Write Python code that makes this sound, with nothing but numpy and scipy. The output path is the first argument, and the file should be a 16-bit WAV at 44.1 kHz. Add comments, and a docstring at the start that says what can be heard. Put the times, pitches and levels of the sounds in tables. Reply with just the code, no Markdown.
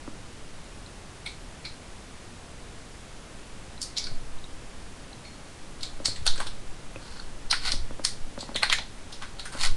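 """A small room, close to a webcam: a toy skateboard is popped, slid and dropped on a stone ledge and wooden table.
Noisy blows and rattles ring wheels, deck, hollow, axles and ledge as resonances; grit feeds the same parts in scrapes.
Soft pulses ring the table, short sines make ticks, and narrow noise makes a wheel spin on.
The room answers with decaying noise; the microphone adds hiss and low noise from air pushed by the hand."""
import sys
import numpy as np
from scipy import signal
from scipy.fft import rfft, irfft, next_fast_len
from scipy.io import wavfile
from scipy.ndimage import uniform_filter1d

SR = 44100
rng = np.random.default_rng(int(sys.argv[2]) if len(sys.argv) > 2 else 0)


def log_audio(samples):
    """Write samples as a 16-bit WAV file to the path given in sys.argv[1]."""
    # one column per channel
    frames = np.atleast_2d(samples).T
    # limit to full scale, then quantise
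    limited = np.clip(frames, -1, 1)
    pcm = np.round(limited * 32767).astype(np.int16)
    wavfile.write(sys.argv[1], SR, pcm)


N = 430416
SPAN = 20000  # samples rendered for each event

# resonances of the board and what it lands on: centre_hz, width_hz, gain_db
WHEELS = [(3700, 1180, -1), (4360, 700, 4.5), (5150, 1640, -3.5)]
# resonances of the deck: centre_hz, width_hz, gain_db
DECK = [(1935, 700, 0), (2720, 1100, -12), (3180, 930, -4)]
# the air and panel under the landing place: centre_hz, width_hz, gain_db
HOLLOW = [(796, 420, -8), (1066, 250, -6.5), (1492, 400, -1.5)]
# resonances of the axles: centre_hz, width_hz, gain_db
AXLES = [(6300, 3800, -0.5), (8000, 1400, 5), (8350, 2100, 4)]
# the stone slab: centre_hz, width_hz, gain_db
LEDGE = [(2240, 330, 0)]
PARTS = WHEELS, DECK, HOLLOW, AXLES, LEDGE


def amp(db):
    """dB to gain."""
    return 10 ** (np.asarray(db) / 20)


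def unit(x):
    """x at rms 1."""
    return x / np.sqrt(np.mean(x ** 2) + 1e-20)


def peak(x):
    """x with its top at 1."""
    return x / np.abs(x).max()


def along(points, hz):
    """(Hz, value) points read on a log frequency axis."""
    f, v = np.transpose(points)
    return np.interp(np.log(hz + 1), np.log(f + 1), v)


def filtered(x, response):
    """x times a complex response of frequency."""
    m = next_fast_len(x.shape[-1] + SR // 4)
    spectrum = rfft(x, m) * response(np.fft.rfftfreq(m, 1 / SR))
    return irfft(spectrum, m)[..., :x.shape[-1]]


def body(modes, scatter_db=0, order=1):
    """Causal response of damped resonances, with scattered strengths; order 2 has steeper skirts."""
    gains = amp(scatter_db * rng.standard_normal(len(modes)))

    def response(f):
        total = 0
        for k, (centre, width, db) in enumerate(modes):
            resonance = 1j * f * width / (centre * centre - f * f + 1j * f * width)
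            total = total + (-1) ** k * gains[k] * amp(db) * resonance ** order  # signs alternate
        return total

    return response


def room(x):
    """A fresh diffuse tail of energy 1; each frequency dies at its own speed."""
    # decay of the small room: frequency_hz, t60_s
    decay = [(300, 0.13), (1500, 0.19), (4300, 0.29), (9000, 0.24)]
    hz, t, z = signal.stft(rng.standard_normal(SR // 2), SR, nperseg=256)
    fading = z * amp(-60 * t / along(decay, hz)[:, None])
    tail = signal.istft(fading, SR, nperseg=256)[1]
    # the first walls are a metre or two away: the tail builds up over 3.6 ms
    tail = tail * np.minimum(np.arange(len(tail)) / SR / 0.0036, 1)
    return signal.fftconvolve(x, tail / np.linalg.norm(tail))[:len(x)]


def add(track, s, sound):
    """Mix a sound into the track at s seconds."""
    track[round(s * SR):][:len(sound)] += sound


def microphone():
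    """Steady shaped hiss, and mostly subsonic noise whose level follows air pushed by the hand."""
    # hiss spectrum, relative density: frequency_hz, density_db
    hiss_shape = [(18, -43), (30, 8.5), (38, -2), (158, -9), (291, -11.5), (321, -12.5), (381, -14),
                  (1060, -19), (1200, -19.5), (10300, -30), (13400, -46), (22000, -120)]
    # spectrum of the moving air, relative density: frequency_hz, density_db
    air_shape = [(2, 2.5), (12, 5), (20, -8.5), (30, -32), (60, -24), (150, -32.5), (300, -78), (600, -120)]
    # air pushed by the hand: time_s, rms_db
    sway_level = [(0.0, -50), (0.05, -36.5), (0.89, -50), (3.8, -45.5), (4.16, -28), (5.33, -51.5),
                  (6.25, -22.5), (6.85, -39), (7.55, -33), (7.8, -18), (8.05, -35.5), (8.24, -26.5),
                  (8.32, -42.5), (8.78, -32.5), (8.83, -44), (9.54, -34.5), (9.71, -14.5), (9.76, -22)]
    hiss = unit(filtered(rng.standard_normal(N), lambda hz: amp(along(hiss_shape, hz))))
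    sway = unit(filtered(rng.standard_normal(N), lambda hz: amp(along(air_shape, hz))))
    mirror = unit(filtered(rng.standard_normal(N), lambda hz: hz > 10300))  # faint treble noise
    s, db = np.transpose(sway_level)
    sway_db = np.interp(np.arange(N) / SR, s, db)
    return amp(-45) * hiss + amp(-69.5) * mirror + amp(sway_db) * sway


def spins():
    """Bearing friction feeds one narrow resonance and fades as the wheel slows."""
    # a loose wheel spins on: start_s, starting_rms_db, t60_s
    spin_times = [(5.245, -52, .6), (6.06, -33, .3)]
    # its rough note: centre_hz, width_hz, gain_db
    rough_note = [(4310, 130, 0)]
    track, t = np.zeros(N + SPAN), np.arange(SPAN) / SR
    for s, db, t60 in spin_times:
        note = unit(filtered(rng.standard_normal(SPAN), body(rough_note, order=2)))
        add(track, s, amp(db - 60 * t / t60) * note)
    return track[:N]


def ticks():
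    """A small hard part touches once: a sine with a soft onset and a 10 ms decay."""
    # touches, level before the onset and decay: start_s, level_db, pitch_hz
    touches = [(0.8624, -29, 4080), (3.778, -30, 4000), (4.3859, -34.5, 3810), (4.4418, -25, 3800),
               (5.1306, -27.5, 4060), (6.9595, -24.5, 2530), (7.0788, -36.5, 4590), (7.196, -27, 1500),
               (7.199, -21.5, 4360), (8.546, -18.5, 4300)]
    tick_t60_s, onset_s = 0.01, 0.00094
    track, t = np.zeros(N + SPAN), np.arange(SPAN) / SR
    for s, db, hz in touches:
        envelope = amp(db - 60 * t / tick_t60_s) * (1 - np.exp(-t / onset_s))
        dry = envelope * np.sin(2 * np.pi * hz * t)
        add(track, s, dry + amp(-10) * room(dry))
    return track[:N]


def knocks():
    """A soft fingertip push rings the table top and rocks it on its legs."""
    # soft knocks: start_s, top_peak_db, legs_db (re top)
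    pushes = [(0.077, -29.5, -28), (4.114, -41, 3.5), (6.001, -31, -28), (6.082, -32, -1.5),
              (6.384, -36, -29), (6.463, -35, -15), (6.959, -31, -10), (7.735, -31, -8),
              (7.908, -30.5, -14), (7.995, -29, -14), (8.377, -26.5, -19), (8.428, -30, -26),
              (8.491, -28.5, -19), (8.516, -35, -16), (8.554, -26, -16), (9.55, -30, -16)]
    # the table top: centre_hz, width_hz, gain_db
    top_modes = [(234, 51, 0.5), (310, 49, 2.5), (566, 64, 4), (834, 150, 1), (1390, 1100, -3)]
    # the whole table on its legs: centre_hz, width_hz, gain_db
    leg_modes = [(110, 18, 0)]
    contact_s = 0.00015  # time constant of fingertip on wood
    track, u = np.zeros(N + SPAN), np.arange(SPAN) / SR / contact_s
    push = u ** 2 * np.exp(-u)
    for s, db, legs_db in pushes:
        top = peak(filtered(push, body(top_modes, scatter_db=2.5)))
        legs = peak(filtered(push, body(leg_modes, scatter_db=2.5)))
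        dry = amp(db) * (top + amp(legs_db) * legs)
        add(track, s, dry + amp(-6.5) * room(dry))
    return track[:N]


def scrapes():
    """Uneven grit under a sliding contact feeds wheels, deck, hollow and axles."""
    # the board scrapes over stone or skin: start_s, attack_s, hold_s, release_s, wheel_rms_db,
    # deck_db, hollow_db, axle_db (re wheel)
    slides = [(7.0, 0.026, .18, .07, -53.5, -9, -3, -8), (7.61, 0.058, 0.014, 0.069, -31, -3.5, -5.5, -8.5),
              (9.52, 0.0068, 0.054, .02, -51, -2, 6.5, 1.5),
              (9.575, 0.042, 0.041, 0.047, -31.5, -2, -5.5, -3)]
    edge_db = -17.5  # at the start and at the end of the release, re hold
    track, t = np.zeros(N + SPAN), np.arange(SPAN) / SR
    for s, attack, hold, release, db, *others_db in slides:
        away = np.maximum(1 - t / attack, (t - attack - hold) / release)  # 0 or less within the hold
        press_db = db + edge_db * np.maximum(away, 0)
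        # grip comes and goes within milliseconds
        catches = unit(uniform_filter1d(rng.standard_normal(SPAN), size=130))
        roughness_db = 3.3 * rng.standard_normal(SPAN) + 2.9 * catches
        grit = rng.standard_normal(SPAN) * amp(roughness_db)
        dry = np.zeros(SPAN)
        for modes, more_db in zip(PARTS, [0, *others_db]):
            dry += amp(press_db + more_db) * unit(filtered(grit, body(modes, order=2)))
        add(track, s, dry + amp(-12) * room(dry))
    return track[:N]


def hits():
    """A blow and a dying rattle of loose parts ring wheels, deck, hollow, axles and ledge."""
    # contacts of the board: start_s, wheel_peak_db, pitch_hz (pulls the wheel modes and sets the rattle),
    # deck_db, hollow_db, axle_db, ledge_db (re wheel)
    contacts = [(1.262, -26.5, 4310, -31, -12.5, -7, -5), (1.274, -38, 4810, -22, -21, -16, -19),
                (1.6514, -28, 4000, -21, -11.5, -13, -7), (3.816, -26, 4450, -28, -27, 3.5, -30),
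                (3.8274, -24, 4970, -30, -29, -2, -37), (3.9673, -23, 4360, -27, -22, -17, -19),
                (3.9731, -18, 4260, -28, -31, -19, -29), (3.9819, -19, 4800, -24, -33, -6, -19.5),
                (3.9963, -30, 4440, -25, -33, -9, -10), (4.0404, -24.5, 4600, -29, -29, -11, -27),
                (4.0682, -31, 4500, -25, -8, -9, -11), (5.2485, -43.5, 4290, -14, -16, -14, -1),
                (5.808, -36, 4270, -21, -22, -6, -30), (5.8312, -20, 4100, -21, -22, -7.5, -21),
                (6.0561, -11, 4340, -12, -20.5, -4.5, -30), (6.0658, -33, 4350, -21, -27, 7, -8),
                (6.1605, -32.5, 4100, -3, -24, -4, -30), (6.265, -13.5, 3900, -13, -9, -1, -39),
                (6.2759, -8.5, 4730, -33, -17, -27, -34), (6.358, -38, 4300, 1, 3, 4, -17),
                (6.3782, -33, 4500, -5, -13, -1, -22), (6.4015, -31.5, 4080, 3, 11, 4, -10),
                (6.4095, -37, 4460, -10, -9, -3, -17), (6.4678, -29, 4080, -11, -2, -5.5, -23),
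                (7.168, -39, 4620, -17, -6, -17, -23), (7.5107, -10.5, 4360, -16, -15.5, -6.5, -36),
                (7.5274, -23.5, 4270, 6.5, 4, -1, -14), (7.719, -11.5, 4630, -16, -23, -4.5, -32),
                (8.049, -9, 4340, -13.5, -21.5, -1.5, -31), (8.3895, -35, 4400, -21, -27, -10, -24),
                (8.407, -27, 4300, -24, -31, -6, -31), (8.5589, -18, 3800, -7.5, -16, -3.5, -21),
                (8.6305, -13.5, 3970, 0.5, -2.5, -7, -29), (8.6983, -17.5, 3750, 0.5, -4, -15, -18),
                (8.7264, -11.5, 3700, 3, -10, -2.5, -30), (8.7843, -23, 3740, -9, -6, -22, -12),
                (9.1251, -34, 3920, -24, -16, -2, -28), (9.222, -33.5, 4140, 1, 0.5, -2, -21),
                (9.233, -42, 3560, 4.5, 1, -19, -21), (9.395, -26, 4120, -13, -10.5, -6, -28),
                (9.4549, -39, 3950, 1.5, 5, 9.5, -15), (9.5223, -44, 4480, -9, -2, 6, -16),
                (9.6572, -19.5, 4250, -20, -9, -13, -27)]
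    rattle_s, rattle_power, onset_s = 0.026, 2.2, 0.00037  # t60 lengthens as pitch falls
    room_db, hard_drier = -6, 0.22  # room under a 0 dB click; dB drier per dB harder
    # a short hiss swells before each blow: length, top re the rattle, rise
    lead_s, lead_db, lead_db_per_s = 0.012, -13.5, 1202
    lead = round(lead_s * SR)
    track, t = np.zeros(N + SPAN), (np.arange(SPAN) - lead) / SR
    for s, db, hz, *others_db in contacts:
        pull = hz / WHEELS[1][0]
        wheels = np.array(WHEELS) * [pull ** 0.46, 1, 1]  # the point of contact pulls the wheel modes
        grain = rng.standard_normal(SPAN) * amp(6.2 * rng.standard_normal(SPAN))
        t60 = rattle_s / pull ** rattle_power
        rattle = amp(-60 * abs(t) / t60) * (1 - np.exp(-abs(t) / onset_s))
        swell = amp(lead_db - lead_db_per_s * abs(t))
        force = grain * np.where(t < 0, swell, rattle)
        force[lead + SR // 2000] = 8  # the hardest instant of the blow
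        levels_db = db + np.array([0, *others_db])
        for modes, level_db in zip((wheels, *PARTS[1:]), levels_db):
            ring = body(modes, scatter_db=4, order=2)
            dry = amp(level_db) * peak(filtered(force, ring))
            click = filtered(1. * (t == 0), ring)  # far walls hear the smooth colour of the part
            same_energy = np.linalg.norm(dry) / np.linalg.norm(click)
            wet = amp(room_db - hard_drier * db) * same_energy
            add(track, s - lead_s, dry + room(wet * click))
    return track[:N]


def scene():
    """Everything at one microphone."""
    return (microphone() + spins() + ticks() + knocks() + scrapes() + hits())[None]


def record(dry):
    """The converter's steep edge, gap and faint mirror band, then the band limit."""
    # the converter's response: frequency_hz, gain_db
    converter = [(10000, 0.5), (10600, -1), (10800, -22), (11250, -48), (11450, -3.5), (12000, -16),
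                 (12500, -40)]
    top_hz = 12550
    return filtered(dry, lambda hz: amp(along(converter, hz)) * (hz < top_hz))


dry = scene()
out = record(dry)
log_audio(out)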